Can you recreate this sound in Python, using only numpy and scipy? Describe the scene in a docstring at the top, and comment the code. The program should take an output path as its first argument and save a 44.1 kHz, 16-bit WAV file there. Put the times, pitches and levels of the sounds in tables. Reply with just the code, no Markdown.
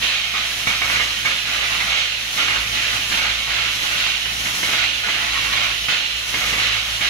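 """A cutting torch works on a steel plate under an open shed roof, some metres away.
Its turbulent gas jet hisses while it runs free; whenever it bites, the cut roars and the melt sputters.
Gas pockets in the melt gurgle and pop as cavity resonators, the flame puffs, and the cleared slot whistles.
Behind it a generator hums at the harmonics of its firing rate.
Plate and shed resonate, and reflections from roof and walls spread the torch into a wide wash."""
import sys
import numpy as np
from scipy.fft import rfft, irfft, next_fast_len
from scipy.io import wavfile
from scipy.ndimage import uniform_filter1d, minimum_filter1d

SR = 44100
rng = np.random.default_rng(int(sys.argv[2]) if len(sys.argv) > 2 else 0)


def log_audio(samples):
    """Write samples as a 16-bit WAV file to the path given in sys.argv[1]."""
    # one column per channel
    frames = np.atleast_2d(samples).T
    # limit to full scale, then quantise
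    limited = np.clip(frames, -1, 1)
    pcm = np.round(limited * 32767).astype(np.int16)
    wavfile.write(sys.argv[1], SR, pcm)


N = 312669
TIME = np.arange(N) / SR
SIZE = next_fast_len(N + SR)
FREQ = np.arange(SIZE // 2 + 1) * SR / SIZE

# hiss of the free-running jet: t/s, level/dB
JET_LEVELS = [(0.0, -25.5), (0.3, -26), (0.8, -22), (1.42, -25), (1.83, -22.5), (2.15, -27), (2.42, -24),
              (2.57, -24.5), (3.11, -20), (3.45, -25.5), (3.96, -21.5), (4.16, -24.5), (4.72, -22),
              (4.93, -26), (5.45, -22), (6.15, -28), (6.45, -21.5), (7.09, -25)]
# running of the engine: t/s, firing rate/Hz, level/dB
ENGINE_RUN = [(0.0, 54.4, -44.5), (0.37, 55.7, -46), (1.05, 55.6, -39.5), (1.46, 55.8, -48),
              (1.58, 54.6, -40), (2.38, 53.97, -47.5), (2.49, 54.57, -39), (4.03, 54.6, -43.5),
              (4.29, 55.4, -44), (4.35, 55.8, -41), (5.11, 55.8, -47), (5.26, 54.1, -41),
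              (5.73, 54.8, -42.5), (5.92, 53.1, -49), (6.16, 55.9, -46), (6.36, 55.2, -44),
              (6.47, 54.5, -39), (7.0, 54.9, -41)]
# exhaust note: harmonic number, relative level/dB
EXHAUST_HARMONICS = [(1, -0.5), (2, -5), (3, -33), (4, -24)]
# the jet bites into fresh melt: t/s, duration/s, sputter level/dB, roar level/dB
JET_BITES = [(0.01, 0.089, -29.5, -18.5), (0.326, 0.054, -26.5, -22.5), (0.663, 0.022, -24, -19),
             (0.812, .09, -26.5, -30), (0.904, .13, -25.5, -20.5), (1.24, 0.028, -22.5, -19.5),
             (1.444, 0.48, -27, -23.5), (1.878, 0.13, -34.5, -20), (2.366, 0.045, -22.5, -19),
             (2.479, 0.079, -25, -25), (2.713, .22, -27.5, -21.5), (3.106, .19, -25.5, -20.5),
             (3.467, 0.2, -26.5, -21.5), (3.807, 0.17, -27.5, -24), (3.96, 0.12, -33, -20.5),
             (4.442, .02, -28, -29), (4.626, 0.1, -27, -22.5), (4.72, 0.1, -25, -19),
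             (5.036, .46, -27, -23), (5.511, .14, -25, -21), (5.879, .025, -23, -17), (6.326, .3, -27, -24),
             (6.572, 0.15, -26.5, -20), (7, 0.045, -24.5, -18.5)]
# bursts of molten steel: t/s, relative level/dB, cavity f/Hz
MELT_POPS = [(0.341, -18, 2156), (0.671, -10, 2220), (0.817, -11, 2230), (0.849, -21, 1307),
             (0.899, -15, 2530), (0.997, -14, 2100), (1.25, -12.5, 2166), (1.274, -17, 2176),
             (1.719, -15, 2665), (1.803, -14, 2050), (2.385, -16.5, 2970), (2.482, -15, 2130),
             (2.967, -26, 2610), (4.065, -18, 2250), (4.256, -17, 2860), (4.63, -15, 2140),
             (4.691, -14.5, 2480), (4.732, -17, 2120), (5.034, -18, 1440), (5.085, -15, 1960),
             (5.446, -17, 2630), (5.885, -14, 2606), (6.342, -15.5, 2116), (6.527, -15, 2720)]
# spectral densities of the five noises: f/Hz, relative level/dB
HISS_SPECTRUM = [(60, -16), (140, -12.5), (350, -18), (700, -14.5), (1700, -6.5), (3000, -3.5), (4000, -6),
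                 (4900, -9.5), (5600, -7), (6700, -8.5), (8300, -20.5), (10200, -13), (11300, -13.5),
                 (12300, -18), (15500, -24)]
RUMBLE_SPECTRUM = [(18, -22), (30, 1), (41, 3), (75, -8), (130, -1), (300, -8.5), (800, -24.5)]
SPUTTER_SPECTRUM = [(60, -33), (170, -18), (400, -19), (720, -9.5), (950, -8), (1120, -3.5), (1450, -1),
                    (1850, -3.5), (2200, 2.5), (2700, -3.5), (3700, -14), (5000, -15.5), (12000, -49)]
ROAR_SPECTRUM = [(100, -28), (330, -28.5), (550, -20), (1000, -18), (1850, -9), (2850, 1.5), (3450, -3.5),
                 (4100, -4.5), (4900, -14), (6300, -15.5), (8300, -30), (10500, -37), (15500, -52)]
FLAME_SPECTRUM = [(50, -8), (130, 0.5), (180, 2.5), (320, -5), (600, -12.5), (1500, -56)]
# dips that the slot, acting as a pipe, cuts into the roar: f/Hz, bandwidth/Hz, gain/dB
SLOT_NOTCHES = [(3020, 22, -4), (3123, 55, -4)]
# whistling modes of the cleared slot: f/Hz, bandwidth/Hz, relative level/dB
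WHISTLE_MODES = [(2895, 60, -1), (3070, 54, -1), (3132, 31, 3)]
# resonances of plate and shed: f/Hz, bandwidth/Hz, gain/dB
PLATE_AND_SHED_MODES = [(305, 14, 5), (680, 18, 3.5), (1464, 18, 5.5), (1936, 16, 3.5), (1798, 16, 3),
                        (2131, 25, 2.5), (2207, 18, 4.5), (2679, 25, 2), (2876, 24, 3), (3065, 20, 2.5),
                        (3132, 14, 6), (3496, 18, 3.5), (3998, 22, 4)]
# likeness of the left and right echoes: f/Hz, correlation
ECHO_CORRELATION = [(100, 0.81), (300, 0.9), (700, 0.55), (1100, 0.32), (1700, 0.06)]
# balance of the two channels: f/Hz, left minus right level/dB
CHANNEL_BALANCE = [(400, 0.5), (1100, -0.5), (1500, -3.5), (2000, -3.5), (2800, -12.5), (3400, -5),
                   (4100, 0), (5100, 5.5), (6200, 2.5), (7400, 1.5), (8600, 6), (10500, 3), (12500, 1.5),
                   (14000, 5.5)]


def undb(db):
    """Amplitude ratio of a level in decibels."""
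    return 10 ** (np.asarray(db) / 20)


def curves(table):
    """Linear interpolation of a timed table's columns, one value per sample."""
    times, *columns = np.transpose(table)
    return [np.interp(TIME, times, column) for column in columns]


def across(table):
    """Interpolation of a table (f/Hz, value) along a logarithmic frequency axis."""
    hz, value = np.transpose(table)
    return np.interp(np.log(FREQ + 1), np.log(hz), value)


def colour(table):
    """Frequency response of a spectrum, normalised to unit power."""
    gain = undb(across(table))
    return gain / np.sqrt(np.mean(gain ** 2))


def through(x, response):
    """Linear filtering: the spectrum is multiplied by a frequency response."""
    return irfft(rfft(x, SIZE) * response, SIZE)[..., :N]


def walk(cutoff_hz):
    """Low-pass noise: a smooth random fluctuation of unit variance."""
    x = through(rng.standard_normal(N), 1 / (1 + (FREQ / cutoff_hz) ** 4))
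    return x / x.std()


def crackle(rate_hz, spread_db):
    """A Poisson process of clicks, many small and few large, with unit power."""
    size = undb(spread_db * np.minimum(rng.exponential(size=N), 4))
    x = (rng.random(N) < rate_hz / SR) * size * rng.choice([-1, 1], N)
    return x / x.std()


def resonance(hz, width_hz, db):
    """A damped resonance raises a peak, or cuts a dip, in a flat response."""
    return 1 + (undb(db) - 1) / (1 + 2j * (FREQ - hz) / width_hz)


def resonances(table):
    """Resonances in cascade: their responses multiply."""
    return np.prod([resonance(*mode) for mode in table], axis=0)


def jet_hiss(hiss_db, flicker_db):
    """Turbulence in the free jet radiates broadband noise whose level flickers slightly."""
    return rng.standard_normal(N) * undb(hiss_db + flicker_db)


def generator():
    """Periodic firing gives a harmonic series, slightly uneven, over a soft rumble."""
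    firing_hz, level_db = curves(ENGINE_RUN)
    phase = 2 * np.pi * np.cumsum(firing_hz * (1 + 0.0094 * walk(4.3))) / SR
    note = 0
    for harmonic, db in EXHAUST_HARMONICS:
        amplitude = np.sqrt(2) * undb(db + 2.4 * walk(9.6))
        note = note + amplitude * np.sin(harmonic * phase + rng.uniform(0, 2 * np.pi))
    rumble = through(rng.standard_normal(N), colour(RUMBLE_SPECTRUM))
    return note * undb(level_db) + undb(-54) * rumble


def bite_level(peaks_db, attack_s, release_s, idle_db):
    """Incoherent addition: each bite rises, holds and decays, its power added to the idling cut (dB)."""
    power = undb(idle_db) ** 2
    for (start, length, *_), db in zip(JET_BITES, peaks_db):
        age = np.maximum(TIME - start, 0)
        envelope = (1 - np.exp(-age / attack_s)) * np.exp(-np.maximum(age - length, 0) / release_s)
        power = power + (undb(db) * envelope) ** 2
    return 10 * np.log10(power)


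def cut_levels(swallow_db_per_db=0.95, lag_s=0.079):
    """Sputter, roar and hiss (dB): bites drive the first two; hiss yields to roar by a first-order lag."""
    _, _, sputter_peaks, roar_peaks = np.transpose(JET_BITES)
    roar_idle_db = -27.5
    sputter_db = bite_level(sputter_peaks, attack_s=0.0055, release_s=0.097, idle_db=-40)
    roar_db = bite_level(roar_peaks, attack_s=0.011, release_s=0.21, idle_db=roar_idle_db)
    lag = 1 / (1 + 2j * np.pi * FREQ * lag_s)
    swallowed_db = swallow_db_per_db * through(roar_db - roar_idle_db, lag)
    return sputter_db, roar_db, curves(JET_LEVELS)[0] - swallowed_db


def melt_sputter(sputter_db, flutter):
    """Shot noise: droplets tear off the melt, more of them the harder the jet bites."""
    rate_hz = 900 * undb(0.7 * (sputter_db - sputter_db.mean()))
    return crackle(rate_hz, spread_db=3.0) * undb(sputter_db + 1.5 * flutter - 1.0)


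def kerf_roar(roar_db, flutter):
    """Turbulent flow carries gas and fine sparks through the slot: a fluttering, gritty roar."""
    rush = rng.standard_normal(N) + undb(-0.5) * crackle(1400, spread_db=4.0)
    return rush * undb(roar_db + 0.37 * flutter - 3.0)


def ragged_slot(depth_db=4.0, spacing_hz=110, top_hz=4500):
    """An irregular stretch of slot has random resonances; their ripple fades out in the treble."""
    knots = np.arange(0, SR / 2, spacing_hz)
    heights = rng.standard_normal(SR)[:len(knots)]
    ripple = uniform_filter1d(np.interp(FREQ, knots, heights), size=600)
    gain = undb(depth_db * ripple / ripple.std() / (1 + (FREQ / top_hz) ** 4))
    return gain / np.sqrt(uniform_filter1d(gain ** 2, size=9000))


def shed(direct_db, early_s=0.0049, late_db=-5, t60_s=0.33, right_lag_s=0.00013):
    """Multipath propagation: stereo response of direct sound, early reflections and reverberant tail."""
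    t = TIME[:SR]
    early = np.exp(-t / early_s) / np.sqrt(early_s)
    late = undb(late_db - 60 * t / t60_s) / np.sqrt(t60_s / np.log(1000))
    fade = early + late
    mid, side = rfft(rng.standard_normal((2, SR)) * fade / np.linalg.norm(fade), SIZE)
    alike, sign = np.clip(across(ECHO_CORRELATION), -1, 1), np.array([[1], [-1]])
    echoes = mid * np.sqrt((1 + alike) / 2) + sign * side * np.sqrt((1 - alike) / 2)
    # the torch stands a little to the left, so its sound arrives later on the right
    direct = undb(direct_db) * np.exp(-2j * np.pi * FREQ * np.array([[0], [right_lag_s]]))
    response = echoes + direct
    # the walls ripple the spectrum finely but leave its broad shape alone
    return response / np.sqrt(uniform_filter1d(abs(response) ** 2, size=700, axis=1))


def wandering_jet(sputter_db, roar_db, hiss_db, spots=6, roar_ripple=0.74):
    """Superposition: the jet's power drifts among spots, each with its own resonances and echoes."""
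    melt_flutter, kerf_flutter, flicker_db = walk(47), walk(36), walk(14)
    shares = undb(7 * np.array([walk(4) for _ in range(spots)]))
    shares /= np.linalg.norm(shares, axis=0)
    ripples = np.array([ragged_slot() for _ in range(spots)])
    ripples /= np.sqrt(np.mean(ripples ** 2, axis=0))
    droplets = colour(SPUTTER_SPECTRUM)
    slot = colour(ROAR_SPECTRUM) * resonances(SLOT_NOTCHES)
    nozzle = colour(HISS_SPECTRUM) * resonance(hz=5690, width_hz=140, db=5.0)  # a faint whistle
    total = 0
    for share, ripple in zip(shares, ripples):
        sputter = rfft(share * melt_sputter(sputter_db, melt_flutter), SIZE) * droplets * ripple
        roar = rfft(share * kerf_roar(roar_db, kerf_flutter), SIZE) * slot * ripple ** roar_ripple
        hiss = rfft(share * jet_hiss(hiss_db, flicker_db), SIZE) * nozzle
        total = total + (sputter + roar + hiss) * shed(direct_db=-12)
    return irfft(total, SIZE)[:, :N]


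def flame_puffs(sputter_db, hiss_db):
    """Combustion noise: low puffs, loudest when a strong jet meets fresh melt."""
    puff_db = 0.37 * (sputter_db - sputter_db.mean()) + 1.5 * (hiss_db - hiss_db.mean())
    puffs = rng.standard_normal(N) * undb(puff_db + 2.0 * walk(22) - 50)
    return through(puffs, colour(FLAME_SPECTRUM))


def cavity(hz, life_s, glide=0.056):
    """Cavity resonance: the tone of a gas pocket in the melt swells, decays and rises a little in pitch."""
    age = TIME[:SR // 8] / life_s
    phase = 2 * np.pi * hz * life_s * age * (1 + glide * age / 10)
    return age * np.exp(1 - age) * np.sin(phase)


def gurgle(sputter_db, count=420, life_s=0.0027, low_hz=1050, high_hz=2700, level_db=-4):
    """Pockets of all sizes resonate at random times, loudest while the melt sputters."""
    out = np.zeros(N + SR)
    for when, pitch, life, strength in rng.random((count, 4)):
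        start = int(when * N)
        pocket = cavity(low_hz * (high_hz / low_hz) ** pitch, life_s * (0.5 + life))
        out[start:start + len(pocket)] += pocket * strength * undb(sputter_db[start] + level_db)
    return out[:N]


def slot_whistle(sputter_db, roar_db, level_db=-5, clear_db=10, transition_db=1.5):
    """Pipe resonance: once the melt is blown clear and roar outweighs sputter, the slot whistles."""
    opening = 1 / (3 + np.exp((clear_db - roar_db + sputter_db) / transition_db))
    pipe = sum(undb(db) / (1 + 2j * (FREQ - hz) / width_hz) ** 2 for hz, width_hz, db in WHISTLE_MODES)
    gas = rng.standard_normal(N) * opening * undb(roar_db + level_db)
    return through(gas, pipe / np.sqrt(np.mean(abs(pipe) ** 2)))


def slag_choke(sag_db=2.5, sag_s=0.016, kick_db=1.5, kick_s=0.01, full_pop_db=-19):
    """Flow obstruction: slag plugs the slot before each pop, then lets go; the level sags, then kicks."""
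    change_db, t = np.zeros(N + SR), TIME[:SR // 8]
    shape_db = np.concatenate([-sag_db * np.exp(-t[::-1] / sag_s), kick_db * np.exp(-t / kick_s)])
    for onset_s, db, _ in MELT_POPS:
        start = int(onset_s * SR) - len(t)
        change_db[start:start + len(shape_db)] += min(undb(db - full_pop_db), 1) * shape_db
    return change_db[:N]


def pops(hiss_db, crack_s=0.0031, spray_db=-14, spray_s=0.046, ring_db=-6, ring_s=0.0068, thump_db=-22):
    """Impulsive excitation: a crack, a ringing cavity, thinning spray and a thump that grows with the jet."""
    cracks, tones, t = np.zeros(N + SR), np.zeros(N + SR), TIME[:SR // 8]
    fade = np.exp(-t / crack_s) + undb(spray_db) * np.exp(-t / spray_s)
    for onset_s, db, hz in MELT_POPS:
        start = int(onset_s * SR)
        span = slice(start, start + len(t))
        cracks[span] += undb(db) * rng.standard_normal(len(t)) * fade
        tones[span] += undb(db + ring_db) * cavity(hz, ring_s)
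    thumps = through(cracks[:N] * undb(thump_db + hiss_db - hiss_db.mean()), colour(FLAME_SPECTRUM))
    ragged = undb(1.9 * walk(300) - 3.5)  # the slag tears off in pieces
    return through(cracks[:N] * ragged, colour(SPUTTER_SPECTRUM)) + tones[:N] + thumps


def limit(x, ceiling_db=-4.0, window=200):
    """Peak limiting: one smoothed gain turns both channels down around the highest peaks."""
    gain = np.minimum(1, undb(ceiling_db) / (abs(x).max(axis=0) + 1e-9))
    return x * uniform_filter1d(minimum_filter1d(gain, window), window)


def scene():
    """Source and filter: the torch's sounds excite the modes of plate and shed; the generator adds hum."""
    sputter_db, roar_db, hiss_db = cut_levels()
    choke_db = slag_choke()
    near_path = shed(direct_db=0, early_s=0.005, late_db=-4)
    details = through(pops(hiss_db) + gurgle(sputter_db) + slot_whistle(sputter_db, roar_db), near_path)
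    wash = wandering_jet(sputter_db + choke_db, roar_db + 0.25 * choke_db, hiss_db)
    torch = wash + details + flame_puffs(sputter_db, hiss_db)
    return through(torch, resonances(PLATE_AND_SHED_MODES)) + generator()


def record(dry, top_hz=15750):
    """Constant-power balance colours each channel; a limiter and a steep low-pass follow."""
    lean = undb(across(CHANNEL_BALANCE) * np.array([[1], [-1]]) / 2)
    balance = lean / np.sqrt(np.mean(lean ** 2, axis=0))
    low_pass = np.clip((top_hz - FREQ) / 100 + 0.5, 0, 1)
    return through(limit(through(dry, balance)), low_pass)


dry = scene()
out = record(dry)
log_audio(out)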